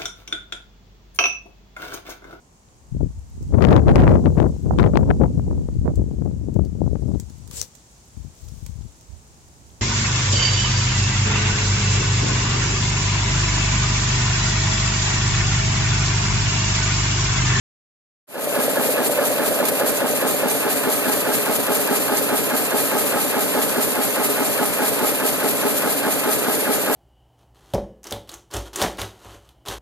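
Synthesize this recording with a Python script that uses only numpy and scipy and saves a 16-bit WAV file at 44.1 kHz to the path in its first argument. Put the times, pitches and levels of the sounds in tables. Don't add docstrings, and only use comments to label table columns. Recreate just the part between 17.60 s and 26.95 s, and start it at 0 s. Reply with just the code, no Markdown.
import sys
import numpy as np
from scipy import signal
from scipy.fft import rfft, irfft, next_fast_len
from scipy.io import wavfile
from scipy.ndimage import uniform_filter1d

SR = 44100
rng = np.random.default_rng(int(sys.argv[2]) if len(sys.argv) > 2 else 0)


def bounce(signal):
    frames = np.transpose(np.atleast_2d(signal))
    limited = np.clip(frames, -1, 1)
    pcm = np.round(limited * 32767).astype(np.int16)
    wavfile.write(sys.argv[1], SR, pcm)


N = 412335
TIME_S = np.arange(N) / SR
FFT_SIZE = next_fast_len(N + 4096)
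BIN_HZ = np.arange(FFT_SIZE // 2 + 1) * SR / FFT_SIZE
TURN_S, FIRST_TURN_S = .207765, .6816
TURN_MS = 1000 * TURN_S
TURN_STARTS_S = np.arange(FIRST_TURN_S, N / SR, TURN_S)
MIC_SHIFT_S = (1.9, 3.67)

# (low [Hz], high [Hz], ring [ms], repeating share [0-1], rumble [dB])
KNOCK_BANDS = [(64, 485, 6.8, 0.83, -8), (330, 666, 10.6, 0.8, -8), (657, 1150, 12, 0.46, 0),
               (990, 2720, 8.7, 0.7, 1.5)]
# (idle level [dB], rise during the beat [dB])
GEAR_LEVELS = [(-10, 0), (1.5, 4), (-2.5, 3.5), (-7.5, 5.5)]
# (time in turn [ms], level [dB], pitch [Hz], build-up [ms], offset before the mic shift [dB])
HEAVY_BLOWS = [(0, -4.5, 592, 9.3, 9.5), (7.14, -2, 1050, 7, -3), (28.98, -0.5, 452, 10, 2.5),
               (57.6, 2, 1496, 5.2, 3.5), (58.7, 0, 714, 3.9, 8), (62, 1, 1098, 6.5, -4),
               (63.1, 5.5, 1614, 12.5, -4), (64, 6, 861, 9, 0), (65.3, 0, 1270, 4.2, -2),
               (69.6, 4.5, 1722, 9, 6), (70.96, 7.5, 559, 6.1, 8.5), (78, 7.5, 605, 5.3, -7),
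               (75.4, 6.5, 1442, 8.2, 0.5), (80.92, -1.5, 283, 5.3, 3), (84, 7.5, 850, 5.2, -8),
               (83.8, -1.5, 1260, 4.4, 5), (89, 8, 419, 8.2, -3), (94.4, 1, 1571, 7.3, 0),
               (97, 6, 272.5, 8.5, -2), (99.2, 9.5, 839, 2.5, -3), (101, 10.5, 610, 4.4, 2),
               (100, 5.5, 1281, 15.4, -4), (103.3, -1.5, 1055, 6.4, 8), (104.8, 6.5, 441, 9.8, -2),
               (110.6, 11, 826, 7.7, -5), (113, 0, 602, 8.1, 3), (113, 2.5, 1614, 10.5, 1),
               (143, 2, 430, 6.8, 2), (146.4, 1.5, 818, 8.6, 1), (153.1, -2.5, 283, 4.3, 5),
               (158, 1.5, 462, 9.4, 3.5), (158.5, 4, 602, 8, 4), (158, -1.5, 1270, 8, -3),
               (187, 2.5, 274, 8.4, -2), (188.5, 4.5, 581, 5.8, 6.5), (195, 5, 422, 10.3, -4.5)]
# (frequency [Hz], width [Hz], gain [dB])
FRAME_MODES = [(191.7, 4, 5), (281.2, 5.8, 9), (418.5, 4.1, 3.5), (587.7, 21, -2), (720, 11, -3),
               (810, 6.6, -6), (850, 15, -3.5), (1260, 53, -3.5), (2120, 13, 2.5)]
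# (frequency [Hz], level [dB])
KNOCK_MID_SPECTRUM = [(30, -34), (70, -33.5), (100, -23.5), (120, -13), (160, -12), (230, -4), (330, -6.5),
                      (480, -5.5), (640, -7), (950, -10.5), (1650, -10.5), (2100, -17.5), (2900, -21.5),
                      (4500, -12)]
# (frequency [Hz], level [dB])
KNOCK_SIDE_SPECTRUM = [(30, -34), (70, -35), (115, -4), (160, -10), (220, -0.5), (330, -6.5), (430, -4.5),
                       (510, -4.5), (590, -11.5), (700, -10.5), (850, -17.5), (1100, -17.5), (1450, -28.5),
                       (1700, -16), (2600, -11.5), (3400, -8), (4500, -8)]
# (time in turn [ms], level [dB])
HOUSING_BLOWS = [(72, -6), (80, -7), (190, -2.5)]
# (time in turn [ms], level [dB])
LEVER_BLOWS = [(11.5, 0), (35, 10), (39, -8), (45, -3), (54, -18), (63, -29)]
# (frequency [Hz], resonator width [Hz], level [dB])
DRIVE_TONES = [(1616, 3.3, -50)]
# (time in turn [ms], attack [ms], hold [ms], release [ms], rise [dB])
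SHED_SWELLS = [(107.5, 34.6, 22.3, 35, 9), (179, 28.5, 20, 75, 6.5)]
# (time [s], offset [dB])
PRE_SHED_OFFSETS = [(1.7, 2.5), (2.0, 1.5), (2.9, -1.5), (3.5, 3.5), (6.6, 2), (6.9, 2), (7.3, 4)]
# (time in turn [ms], rise [dB])
THREAD_CATCHES = [(60, 3.5), (124, 2), (147, 0.5), (159, -0.5)]
# (time [s], rise [dB])
THREAD_SNAPS = [(2.053, 8.5), (2.084, 5), (2.261, 2), (2.884, 4.5), (5.462, 1), (5.474, 3)]
# (frequency [Hz], level [dB])
HISS_SPECTRUM = [(400, -66), (1500, -13.5), (2500, -2), (3500, -7.5), (4500, -4.5), (5500, -10),
                 (7000, -4.5), (8200, -5), (9500, 0), (11000, -0.5), (12500, 2.5), (14000, 1)]
# (frequency [Hz], share [0-1])
HISS_SHARED = [(2700, 0.87), (4000, 0.67), (4700, 0), (6000, 0.16), (8200, 0.23), (12500, 0.22),
               (14000, 0.9)]


def from_db(db):
    return 10 ** (np.asarray(db) / 20)


def unit_rms(x):
    return x / np.sqrt(np.mean(x ** 2) + 1e-20)


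def per_bin(points):
    hz, values = np.transpose(points)
    return np.interp(np.log(BIN_HZ + 1), np.log(hz), values)


def coloured(x, spectrum, phasor=1):
    shaped = rfft(x, FFT_SIZE) * from_db(per_bin(spectrum)) * phasor
    return unit_rms(irfft(shaped, FFT_SIZE)[..., :N])


def resonance(x, hz, width_hz):
    r = np.exp(-np.pi * width_hz / SR)
    feedback = [1, -2 * r * np.cos(2 * np.pi * hz / SR), r * r]
    return signal.lfilter(np.array([1, 0, -1]) * (1 - r * r) / 2, feedback, x)


def bandpass(x, band_hz):
    return unit_rms(signal.sosfilt(signal.butter(2, band_hz, "band", fs=SR, output="sos"), x))


def mic_shift(before, after):
    return np.interp(TIME_S, MIC_SHIFT_S, [before, after])


def swell(ms, start_ms, attack_ms, hold_ms, release_ms):
    since_ms = (ms - start_ms) % TURN_MS
    return np.interp(since_ms, np.cumsum([0, attack_ms, hold_ms, release_ms]), [0, 1, 1, 0])


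def impacts(contacts, band_hz, ring_ms, repeat_share, click, spread_db, jitter_ms):
    age_s = np.arange(SR // 20) / SR
    decay = np.exp(-1000 * age_s / ring_ms)
    decay /= np.linalg.norm(decay)
    out = np.zeros(N + SR)
    for ms, level_db in contacts:
        repeating = rng.standard_normal(len(age_s))
        fresh = rng.standard_normal((len(TURN_STARTS_S), len(age_s)))
        rattles = (np.sqrt(repeat_share) * repeating + np.sqrt(1 - repeat_share) * fresh) * decay
        rattles[:, 0] += click * rng.choice([-1, 1])
        force, play = rng.standard_normal((2, len(TURN_STARTS_S)))
        starts_s = TURN_STARTS_S + (ms + jitter_ms * play) / 1000
        gains = from_db(level_db + spread_db * force)
        for at, gain, rattle in zip((starts_s * SR).astype(int), gains, bandpass(rattles, band_hz)):
            out[at:at + len(age_s)] += gain * rattle
    return unit_rms(out[:N])


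def gear_contacts(idle_db, beat_db, teeth=26, scatter_ms=1.191):
    ms = (np.arange(teeth) + .5) * TURN_MS / teeth
    load = swell(ms, start_ms=35, attack_ms=12, hold_ms=95, release_ms=36)
    return np.transpose([ms + scatter_ms * rng.standard_normal(teeth), idle_db + beat_db * load])


def heavy_contacts(centre_hz, rattle_db=-7, fall_db_per_octave=3):
    ms, db, hz, _, _ = np.transpose(HEAVY_BLOWS)
    octaves = np.abs(np.log2(hz / centre_hz))
    return np.transpose([ms, db + rattle_db - fall_db_per_octave * octaves])[octaves < 1]


def clatter():
    out = 0
    for (low_hz, high_hz, ring_ms, repeat_share, rumble_db), gear_db in zip(KNOCK_BANDS, GEAR_LEVELS):
        band_hz = (low_hz, high_hz)
        contacts = np.vstack([gear_contacts(*gear_db), heavy_contacts(np.sqrt(low_hz * high_hz))])
        hits = impacts(contacts, band_hz, ring_ms, repeat_share,
                       click=0.79, spread_db=0.85, jitter_ms=.08)
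        rumble = from_db(rumble_db) * bandpass(rng.standard_normal(N), band_hz)
        out = out + np.sqrt(high_hz - low_hz) * unit_rms(hits + rumble)
    return unit_rms(out)


def struck_parts(spread_db=1.73, detune=0.0096):
    before_shift = np.interp(TURN_STARTS_S, MIC_SHIFT_S, [1, 0])
    age_s = np.arange(SR // 10) / SR
    out = np.zeros(N + SR)
    for ms, db, hz, build_ms, offset_db in HEAVY_BLOWS:
        force, bend = rng.standard_normal((2, len(TURN_STARTS_S)))
        starts = ((TURN_STARTS_S + ms / 1000) * SR).astype(int)
        gains = from_db(db + offset_db * before_shift + spread_db * force)
        growth = 1000 * age_s / build_ms
        envelope = (growth * np.exp(1 - growth)) ** 2
        for at, gain, pitch_hz in zip(starts, gains, hz * (1 + detune * bend)):
            out[at:at + len(age_s)] += gain * envelope * np.sin(2 * np.pi * pitch_hz * age_s)
    return unit_rms(out[:N])


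def steel_frame(shake):
    ring = sum(from_db(db) * resonance(shake, hz, width_hz) for hz, width_hz, db in FRAME_MODES)
    return shake + from_db(mic_shift(-9.5, -3.5)) * ring


def housing():
    contacts = np.vstack([gear_contacts(idle_db=-13, beat_db=5), HOUSING_BLOWS])
    boom = impacts(contacts, band_hz=(467, 647), ring_ms=13.5, repeat_share=0.38,
                   click=0.33, spread_db=0.7, jitter_ms=0.14)
    return from_db(mic_shift(-27.5, -38)) * boom


def lever():
    return impacts(LEVER_BLOWS, band_hz=(2560, 2730), ring_ms=36, repeat_share=0.15,
                   click=0.27, spread_db=0.5, jitter_ms=0.44)


def drive_whine():
    out = 0
    for hz, width_hz, db in DRIVE_TONES:
        narrow = resonance(rng.standard_normal(N), hz, width_hz)
        out = out + from_db(db) * unit_rms(resonance(narrow, hz, width_hz))
    return out


def catches_db(ms, decay_ms=11, spread=0.24):
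    turn, in_turn_ms = np.divmod(ms, TURN_MS)
    grips = 1 + spread * rng.standard_normal((len(THREAD_CATCHES), int(N / SR / TURN_S) + 1))
    return sum(grip[turn.astype(int)] * np.interp(in_turn_ms, [at, at + decay_ms], [db, 0], left=0)
               for (at, db), grip in zip(THREAD_CATCHES, grips))


def at_ports(rubs, lag_ms=0.364):
    shared, left, right = rfft(rubs, FFT_SIZE)
    share = np.clip(per_bin(HISS_SHARED), 0, 1)
    delay = np.exp(-2j * np.pi * BIN_HZ * lag_ms / 1000)
    common = np.sqrt(share) * np.array([shared * delay, -shared])
    separate = np.sqrt(1 - share) * np.array([left, right])
    return irfft(common + separate, FFT_SIZE)[:, :N]


def warp_hiss(ms, shed_db, level_db=-20.5, grain_db=0.16, flutter_db=1.2, snap_s=0.014):
    grain = unit_rms(uniform_filter1d(rng.standard_normal(N), size=44))
    flutter = unit_rms(uniform_filter1d(rng.standard_normal(N), size=900))
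    pre_shed = swell(ms, start_ms=83, attack_ms=15, hold_ms=19, release_ms=4)
    pre_shed_db = np.interp(TIME_S, *np.transpose(PRE_SHED_OFFSETS)) * pre_shed
    snaps_db = sum(np.interp(TIME_S, [s, s + snap_s], [db, 0], left=0) for s, db in THREAD_SNAPS)
    rub_db = shed_db + pre_shed_db + snaps_db + catches_db(ms) + mic_shift(0, 1)
    rubs = from_db(rub_db + grain_db * grain + flutter_db * flutter) * rng.standard_normal((3, N))
    return from_db(level_db) * coloured(at_ports(rubs), HISS_SPECTRUM)


def treble_ticks(shed_db, level_db=-35.5, spread_db=4.5, ticks_per_s=260, band_hz=(6200, 13800)):
    pitches_hz = np.geomspace(*band_hz, 56)
    gains = from_db(shed_db + spread_db * np.minimum(rng.exponential(1, N), np.pi))
    ticks = gains * (rng.random(N) < ticks_per_s / SR)
    pitch_index = rng.integers(0, len(pitches_hz), N)
    out = np.zeros((2, N))
    for k, hz in enumerate(pitches_hz):
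        pulses = ticks * (pitch_index == k) + 1e-18 * gains
        out[k % 2] += resonance(pulses, hz, width_hz=65) * np.sqrt(hz)
    return from_db(level_db) * unit_rms(out)


def scene(direct_share=0.81, lead_swap_hz=1450):
    direct = steel_frame(clatter() + from_db(-4.5) * struck_parts())
    reflected = steel_frame(clatter())
    tinkle = lever()
    quadrature = 1j * np.sign(lead_swap_hz - BIN_HZ)
    knocks_mid = coloured(direct, KNOCK_MID_SPECTRUM)
    knocks_side = np.sqrt(direct_share) * coloured(direct, KNOCK_SIDE_SPECTRUM, quadrature)
    knocks_side += np.sqrt(1 - direct_share) * coloured(reflected, KNOCK_SIDE_SPECTRUM)
    mid = from_db(-24) * knocks_mid + housing() + drive_whine() + from_db(-60) * tinkle
    side = from_db(-27.5) * knocks_side + from_db(-13) * drive_whine() + from_db(-42) * tinkle
    ms = 1000 * (TIME_S - FIRST_TURN_S)
    shed_db = sum(db * swell(ms, *shape_ms) for *shape_ms, db in SHED_SWELLS)
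    return np.array([mid + side, mid - side]) + warp_hiss(ms, shed_db) + treble_ticks(shed_db)


def record(dry, fade_in_s=(0.67, 0.96), cutoff_hz=13950):
    faded = dry * np.interp(TIME_S, fade_in_s, [0, 1])
    return signal.sosfilt(signal.ellip(12, .1, 90, cutoff_hz, fs=SR, output="sos"), faded)


dry = scene()
out = record(dry)
bounce(out)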